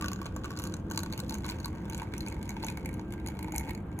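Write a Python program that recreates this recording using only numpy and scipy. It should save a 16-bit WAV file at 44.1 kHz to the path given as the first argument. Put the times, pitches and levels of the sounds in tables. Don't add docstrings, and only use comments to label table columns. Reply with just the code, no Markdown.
import sys
import numpy as np
from scipy import signal
from scipy.fft import rfft, irfft
from scipy.io import wavfile

SR = 44100
rng = np.random.default_rng(int(sys.argv[2]) if len(sys.argv) > 2 else 0)


def inscribe(sig):
    pcm = np.round(np.clip(np.atleast_2d(sig).T, -1, 1) * 32767)
    wavfile.write(sys.argv[1], SR, pcm.astype(np.int16))


N = 176400
TIME_S = np.arange(N) / SR
SIDES = np.array([[1], [-1]])
IMPACT_S = .002
FILL_STAGES_S = (.42, 1.7, 4.45)

FINE_RING_DB = -7
# start_s, tick_db, ring_db, pat_db
DROPLETS = [(0.0115, -38, -47, -35), (0.0238, -45, -50, -35), (0.0438, -41, -45, -34),
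            (0.0596, -38, -51, -40), (0.0833, -37, -40, -36), (0.1169, -38, -44, -36),
            (0.1324, -36, -50, -43), (0.2159, -43, -53, -37), (0.2576, -44, -59, -41),
            (0.2637, -47, -49, -38), (0.3636, -40, -55, -39), (0.4439, -43, -48, -35),
            (0.4511, -52, -53, -39), (0.457, -47, -65, -38), (0.5057, -42, -59, -43),
            (0.5165, -49, -58, -43), (0.5733, -42, -38, -48), (0.5891, -35, -66, -45),
            (0.5971, -38, -48, -41), (0.6198, -40, -55, -51), (0.6387, -32, -55, -43),
            (0.6528, -43, -54, -42), (0.6723, -42, -44, -48), (0.74, -40, -48, -40),
            (0.9122, -38, -46, -38), (0.9187, -39, -49, -45), (0.9473, -49, -54, -44),
            (0.96, -42, -46, -51), (0.9759, -29, -33, -37), (0.9911, -36, -34, -43),
            (1.0035, -41, -57, -43), (1.0335, -38, -44, -42), (1.0612, -49, -51, -39),
            (1.1254, -39, -39, -47), (1.1348, -51, -39, -38), (1.1773, -36, -46, -56),
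            (1.1918, -43, -55, -43), (1.2014, -36, -38, -47), (1.2954, -37, -34, -48),
            (1.3077, -43, -53, -41), (1.3234, -44, -44, -42), (1.3424, -34, -41, -45),
            (1.353, -44, -60, -43), (1.3837, -44, -55, -47), (1.4451, -46, -50, -39),
            (1.4533, -48, -43, -48), (1.4638, -42, -56, -47), (1.484, -44, -53, -42),
            (1.4903, -41, -47, -37), (1.4987, -38, -39, -37), (1.5094, -41, -62, -45),
            (1.5196, -51, -55, -41), (1.6016, -46, -44, -46), (1.6456, -46, -39, -45),
            (1.6576, -38, -40, -39), (1.8987, -39, -61, -44), (1.9242, -56, -56, -43),
            (1.9323, -44, -45, -53), (1.9468, -40, -47, -41), (1.9777, -38, -59, -59),
            (1.9981, -52, -58, -38), (2.019, -46, -50, -39), (2.1381, -51, -46, -37),
            (2.1801, -38, -60, -54), (2.2065, -40, -39, -42), (2.2638, -50, -48, -42),
            (2.2738, -51, -58, -40), (2.284, -38, -52, -54), (2.3245, -48, -49, -41),
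            (2.4288, -43, -55, -47), (2.4925, -35, -45, -41), (2.5052, -46, -49, -43),
            (2.5672, -62, -62, -40), (2.6286, -48, -44, -46), (2.6372, -53, -52, -36),
            (2.6461, -38, -54, -38), (2.6664, -36, -46, -45), (2.6847, -43, -45, -36),
            (2.7008, -40, -47, -45), (2.723, -47, -57, -45), (2.773, -43, -56, -39),
            (2.8585, -37, -51, -39), (2.8907, -42, -57, -40), (2.9407, -43, -65, -50),
            (2.9953, -57, -58, -42), (3.1239, -44, -60, -44), (3.1374, -45, -65, -46),
            (3.2624, -41, -53, -41), (3.2735, -38, -46, -47), (3.2857, -42, -49, -37),
            (3.3912, -43, -52, -39), (3.4287, -41, -54, -46), (3.4444, -49, -61, -44),
            (3.4829, -54, -58, -42), (3.5218, -40, -57, -40), (3.5444, -40, -61, -45),
            (3.5531, -43, -57, -39), (3.561, -32, -56, -39), (3.5813, -30, -48, -43),
            (3.5974, -42, -67, -51), (3.6096, -44, -60, -41), (3.6942, -42, -53, -39),
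            (3.7076, -41, -53, -40), (3.7496, -43, -52, -48), (3.9898, -37, -53, -41)]
def stream():
    fine_s, fine_tick_db, fine_pat_db = np.hstack([spatter(DROPLETS), patter()])
    fine = [fine_s, fine_tick_db, fine_tick_db + FINE_RING_DB, fine_pat_db]
    start_s, tick_db, ring_db, pat_db = np.hstack([np.transpose(DROPLETS), fine])
    return ticks(start_s, tick_db, ring_db) + pats(start_s, pat_db)


TICK_GAIN_DB, GLASS_GAIN_DB, TICK_WET_DB, TICK_SPREAD = 23, 38.5, -17, .25
TICK_ATTACK_S, TICK_DECAY_S, POP_GAIN = .0004, .0019, .2
# pitch_hz, width_hz, early_db, midway_db, late_db
TICK_MODES = [(2860, 323, 2.5, 2.5, -3), (5800, 610, 4.5, -6, -6.5), (6220, 830, 6.5, 6, -2.5),
              (7075, 630, 8.5, 6.5, 6), (7390, 550, 5, 4.5, 4.5), (8700, 460, 1, 4.5, 5),
              (9250, 950, -2.5, 1, 4.5), (12550, 1270, -1, 0, 2.5), (14400, 580, -5, -1.5, -41)]
# pitch_hz, width_hz, level_db
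GLASS_MODES = [(4082, 118, 0), (4400, 105, 0.5)]
def ticks(start_s, tick_db, ring_db):
    def ring(pulses):
        surface = sum((-1) ** k * strike(start_s, tick_db + TICK_GAIN_DB, pulses, hz, width_hz, fill_db)
                      for k, (hz, width_hz, *fill_db) in enumerate(TICK_MODES))
        glass = sum(strike(start_s, ring_db + GLASS_GAIN_DB, pulses, hz, width_hz, [db] * 3)
                    for hz, width_hz, db in GLASS_MODES)
        return surface + glass

    count = len(start_s)
    impacts = splashes(count, TICK_ATTACK_S, TICK_DECAY_S, snap=.9)
    scatter = splashes(count, TICK_ATTACK_S, TICK_DECAY_S, snap=0)
    centre = ring(impacts + POP_GAIN * pops(count))
    direct = two_ears(centre) + TICK_SPREAD * two_ears(ring(scatter)) * SIDES
    echo_band = from_db(3) * resonate(direct, hz=6800, width_hz=650)
    return direct + from_db(TICK_WET_DB) * reverb(direct + echo_band)


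PAT_GAIN_DB, JUG_WET_DB, JUG_SPREAD = 25.5, -7, .25
PAT_ATTACK_S, PAT_DECAY_S = .0016, .0025
# pitch_hz, width_hz, early_db, midway_db, late_db, pan_left_db
JUG_AIR_MODES = [(505, 330, 1.5, 3.5, -10, -4.5), (760, 166, -35, 0, 14, 0), (901.4, 66, 7, 17, 17, -1.5),
                 (1118, 37, 18.5, 12, -13, 1.5), (1472, 156, 10.5, 7.5, -2, 1),
                 (2146, 195, -5, 8, 12.5, -4.5), (2460, 630, 0, 4, 1, 0)]
def pats(start_s, pat_db):
    impacts = splashes(len(start_s), PAT_ATTACK_S, PAT_DECAY_S, snap=.92)
    scatter = splashes(len(start_s), PAT_ATTACK_S, PAT_DECAY_S, snap=0)
    direct = 0
    for k, (hz, width_hz, *fill_db, pan_left_db) in enumerate(JUG_AIR_MODES):
        centre = strike(start_s, pat_db + PAT_GAIN_DB, impacts, hz, width_hz, fill_db)
        side = strike(start_s, pat_db + PAT_GAIN_DB, scatter, hz, width_hz, fill_db)
        mode = two_ears(centre) + JUG_SPREAD * side * SIDES
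        direct += (-1) ** k * mode * from_db(SIDES * pan_left_db / 2)
    return direct + from_db(JUG_WET_DB) * reverb(direct)


def splashes(count, attack_s, decay_s, snap, size=600):
    t = TIME_S[:size] - IMPACT_S
    envelope = np.exp(np.minimum(t / attack_s, -t / decay_s))
    pulses = unit_energy(rng.standard_normal((count, size)) * envelope)
    pulses[:, np.argmin(abs(t))] += snap
    return unit_energy(pulses)


def pops(count, centre_hz=6700, spread_octaves=.74, decay_cycles=1.5, size=600):
    t = np.maximum(TIME_S[:size] - IMPACT_S, 0)
    hz = centre_hz * 2 ** (spread_octaves * rng.standard_normal((count, 1)))
    return unit_energy(np.sin(2 * np.pi * hz * t) * np.exp(-t * hz / decay_cycles))


def strike(start_s, level_db, pulses, hz, width_hz, fill_db, scatter_db=3):
    mode_db = np.interp(start_s, FILL_STAGES_S, fill_db)
    gains = from_db(level_db + mode_db + scatter_db * rng.standard_normal(len(start_s)))
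    onsets = (np.maximum(start_s - IMPACT_S, 0) * SR).astype(int)
    samples = onsets[:, None] + np.arange(pulses.shape[1])
    drive = np.bincount(samples.ravel(), (gains[:, None] * pulses).ravel(), N)[:N]
    return resonate(drive, hz, width_hz)


FINE_SPREAD_DB = 9.5
def spatter(droplets, per_drop=2, lag_s=.0051, within_s=.023, follow=.5):
    start_s, tick_db, _, pat_db = np.repeat(droplets, per_drop, axis=0).T
    timing, size = rng.uniform(-1, 1, (len(start_s), 2)).T
    return [start_s + lag_s + within_s * timing,
            -60 + follow * (tick_db - tick_db.mean()) + FINE_SPREAD_DB * size,
            -56 + follow * (pat_db - pat_db.mean()) + FINE_SPREAD_DB * size]


# time_s, level_db
PATTER_STRENGTH = [(0, -5), (.33, -7.5), (.6, 1), (.83, -12.5), (1.1, -2), (1.5, -2), (2.7, -2.5),
                   (3.07, -8), (3.45, -2.5), (3.68, 3), (3.83, -17), (4, -1.5)]
def patter(rate_per_s=200, count=1200):
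    start_s = (np.arange(count) + rng.random(count)) / rate_per_s
    level_db = np.interp(start_s, *np.transpose(PATTER_STRENGTH))
    level_db += FINE_SPREAD_DB * rng.uniform(-1, 1, count)
    return np.array([start_s, level_db - 66, level_db - 55.5])[:, start_s < N / SR]


# start_s, level_db, pitch_hz
BUBBLES = [(0.023, -32, 1150), (.045, -37, 1144), (.364, -40, 490), (.445, -34, 1130), (1.228, -37, 493),
           (1.489, -32, 2350), (2.138, -36, 2310), (2.275, -31, 2520), (2.636, -33.5, 863.5),
           (2.684, -26.5, 2396), (2.859, -34, 2290), (3.538, -31, 835)]
def bubbles(attack_s=.00089, t60_cycles=59, rise_per_s=2.95):
    rings, t = np.zeros(N), TIME_S[:3000]
    for start_s, level_db, hz in BUBBLES:
        envelope = (1 - np.exp(-t / attack_s)) * from_db(level_db - 60 * t * hz / t60_cycles)
        phase = 2 * np.pi * hz * (t + rise_per_s * t * t / 2)
        add(rings, start_s, envelope * np.sin(phase))
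    direct = two_ears(rings)
    return direct + from_db(JUG_WET_DB) * reverb(direct)


# freq_hz, lag_rad
RIGHT_LAG = [(0, 0), (900, .3), (2200, .8), (2500, 3), (3800, 2), (6800, 6.28), (15200, 18.85)]
def two_ears(x):
    lag_rad = np.interp(BIN_HZ, *np.transpose(RIGHT_LAG))
    return np.array([x, irfft(rfft(x) * np.exp(-1j * lag_rad), N)])


def reverb(x, t60_s=.2, onset_s=.00033):
    t = TIME_S[:16000]
    envelope = from_db(-60 * t / t60_s) * (1 - np.exp(-t / onset_s))
    tail = unit_energy(rng.standard_normal((2, len(t))) * envelope)
    return signal.fftconvolve(x, tail, axes=1)[:, :N]


BIN_HZ = np.arange(N // 2 + 1) * SR / N
# freq_hz, density_db
RUMBLE_SPECTRUM = [(25, -18), (38, -8), (52, -3.5), (80, 0.5), (108, -0.5), (125, -6), (165, -1.5),
                   (200, -4), (255, -8), (320, -8.5), (385, -17), (430, -12.5), (520, -21.5), (620, -22.5),
                   (900, -23), (1400, -30), (2200, -41), (3200, -44.5), (5000, -65.5), (8000, -60),
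                   (15000, -62)]
# freq_hz, correlation
EAR_CORRELATION = [(60, .999), (170, .995), (320, .92), (600, .55), (1500, .4), (5000, .1)]
def room_rumble(level_db=-38.5):
    mid, side = rfft(rng.standard_normal((2, N))) * from_db(at_hz(RUMBLE_SPECTRUM, BIN_HZ))
    correlation = at_hz(EAR_CORRELATION, BIN_HZ)
    spectrum = np.sqrt(1 + correlation) * mid + np.sqrt(1 - correlation) * side * SIDES
    return from_db(level_db) * unit_rms(irfft(spectrum, N))


# pitch_hz, level_db, width_hz
HUM_BANDS = [(63.4, -50, 2.1), (77.5, -51.5, 18), (135.4, -55.5, 14.6), (199.3, -47.5, 11.4),
             (315, -49.5, 14.8), (346.6, -54.5, 9.1), (517, -60.5, 4), (1586, -66.5, 7)]
def appliance_hum():
    hum = np.zeros(N)
    for hz, level_db, width_hz in HUM_BANDS:
        band = rfft(rng.standard_normal(N)) / (1 + ((BIN_HZ - hz) / width_hz) ** 2)
        hum += from_db(level_db) * unit_rms(irfft(band, N))
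    return hum


def resonate(x, hz, width_hz):
    r = np.exp(-np.pi * width_hz / SR)
    zeros = np.array([1, 0, -1]) * (1 - r * r) / 2
    poles = [1, -2 * r * np.cos(2 * np.pi * hz / SR), r * r]
    return signal.lfilter(zeros, poles, x + 1e-18)


def from_db(db):
    return 10 ** (np.asarray(db) / 20)


def unit_rms(x):
    return x / np.sqrt(np.mean(x ** 2) + 1e-20)


def unit_energy(rows):
    return rows / np.linalg.norm(rows, axis=1, keepdims=True)


def at_hz(table, hz):
    freq_hz, values = np.transpose(table)
    return np.interp(np.log(np.maximum(hz, 1)), np.log(freq_hz), values)


def add(out, start_s, sound):
    i = int(start_s * SR)
    out[i:i + len(sound)] += sound[:N - i]


def scene():
    return stream() + bubbles() + room_rumble() + appliance_hum()


CUTOFF_HZ = 16000
def record(dry):
    return signal.sosfilt(signal.ellip(10, .3, 80, CUTOFF_HZ, fs=SR, output="sos"), dry)


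dry = scene()
out = record(dry)
inscribe(out)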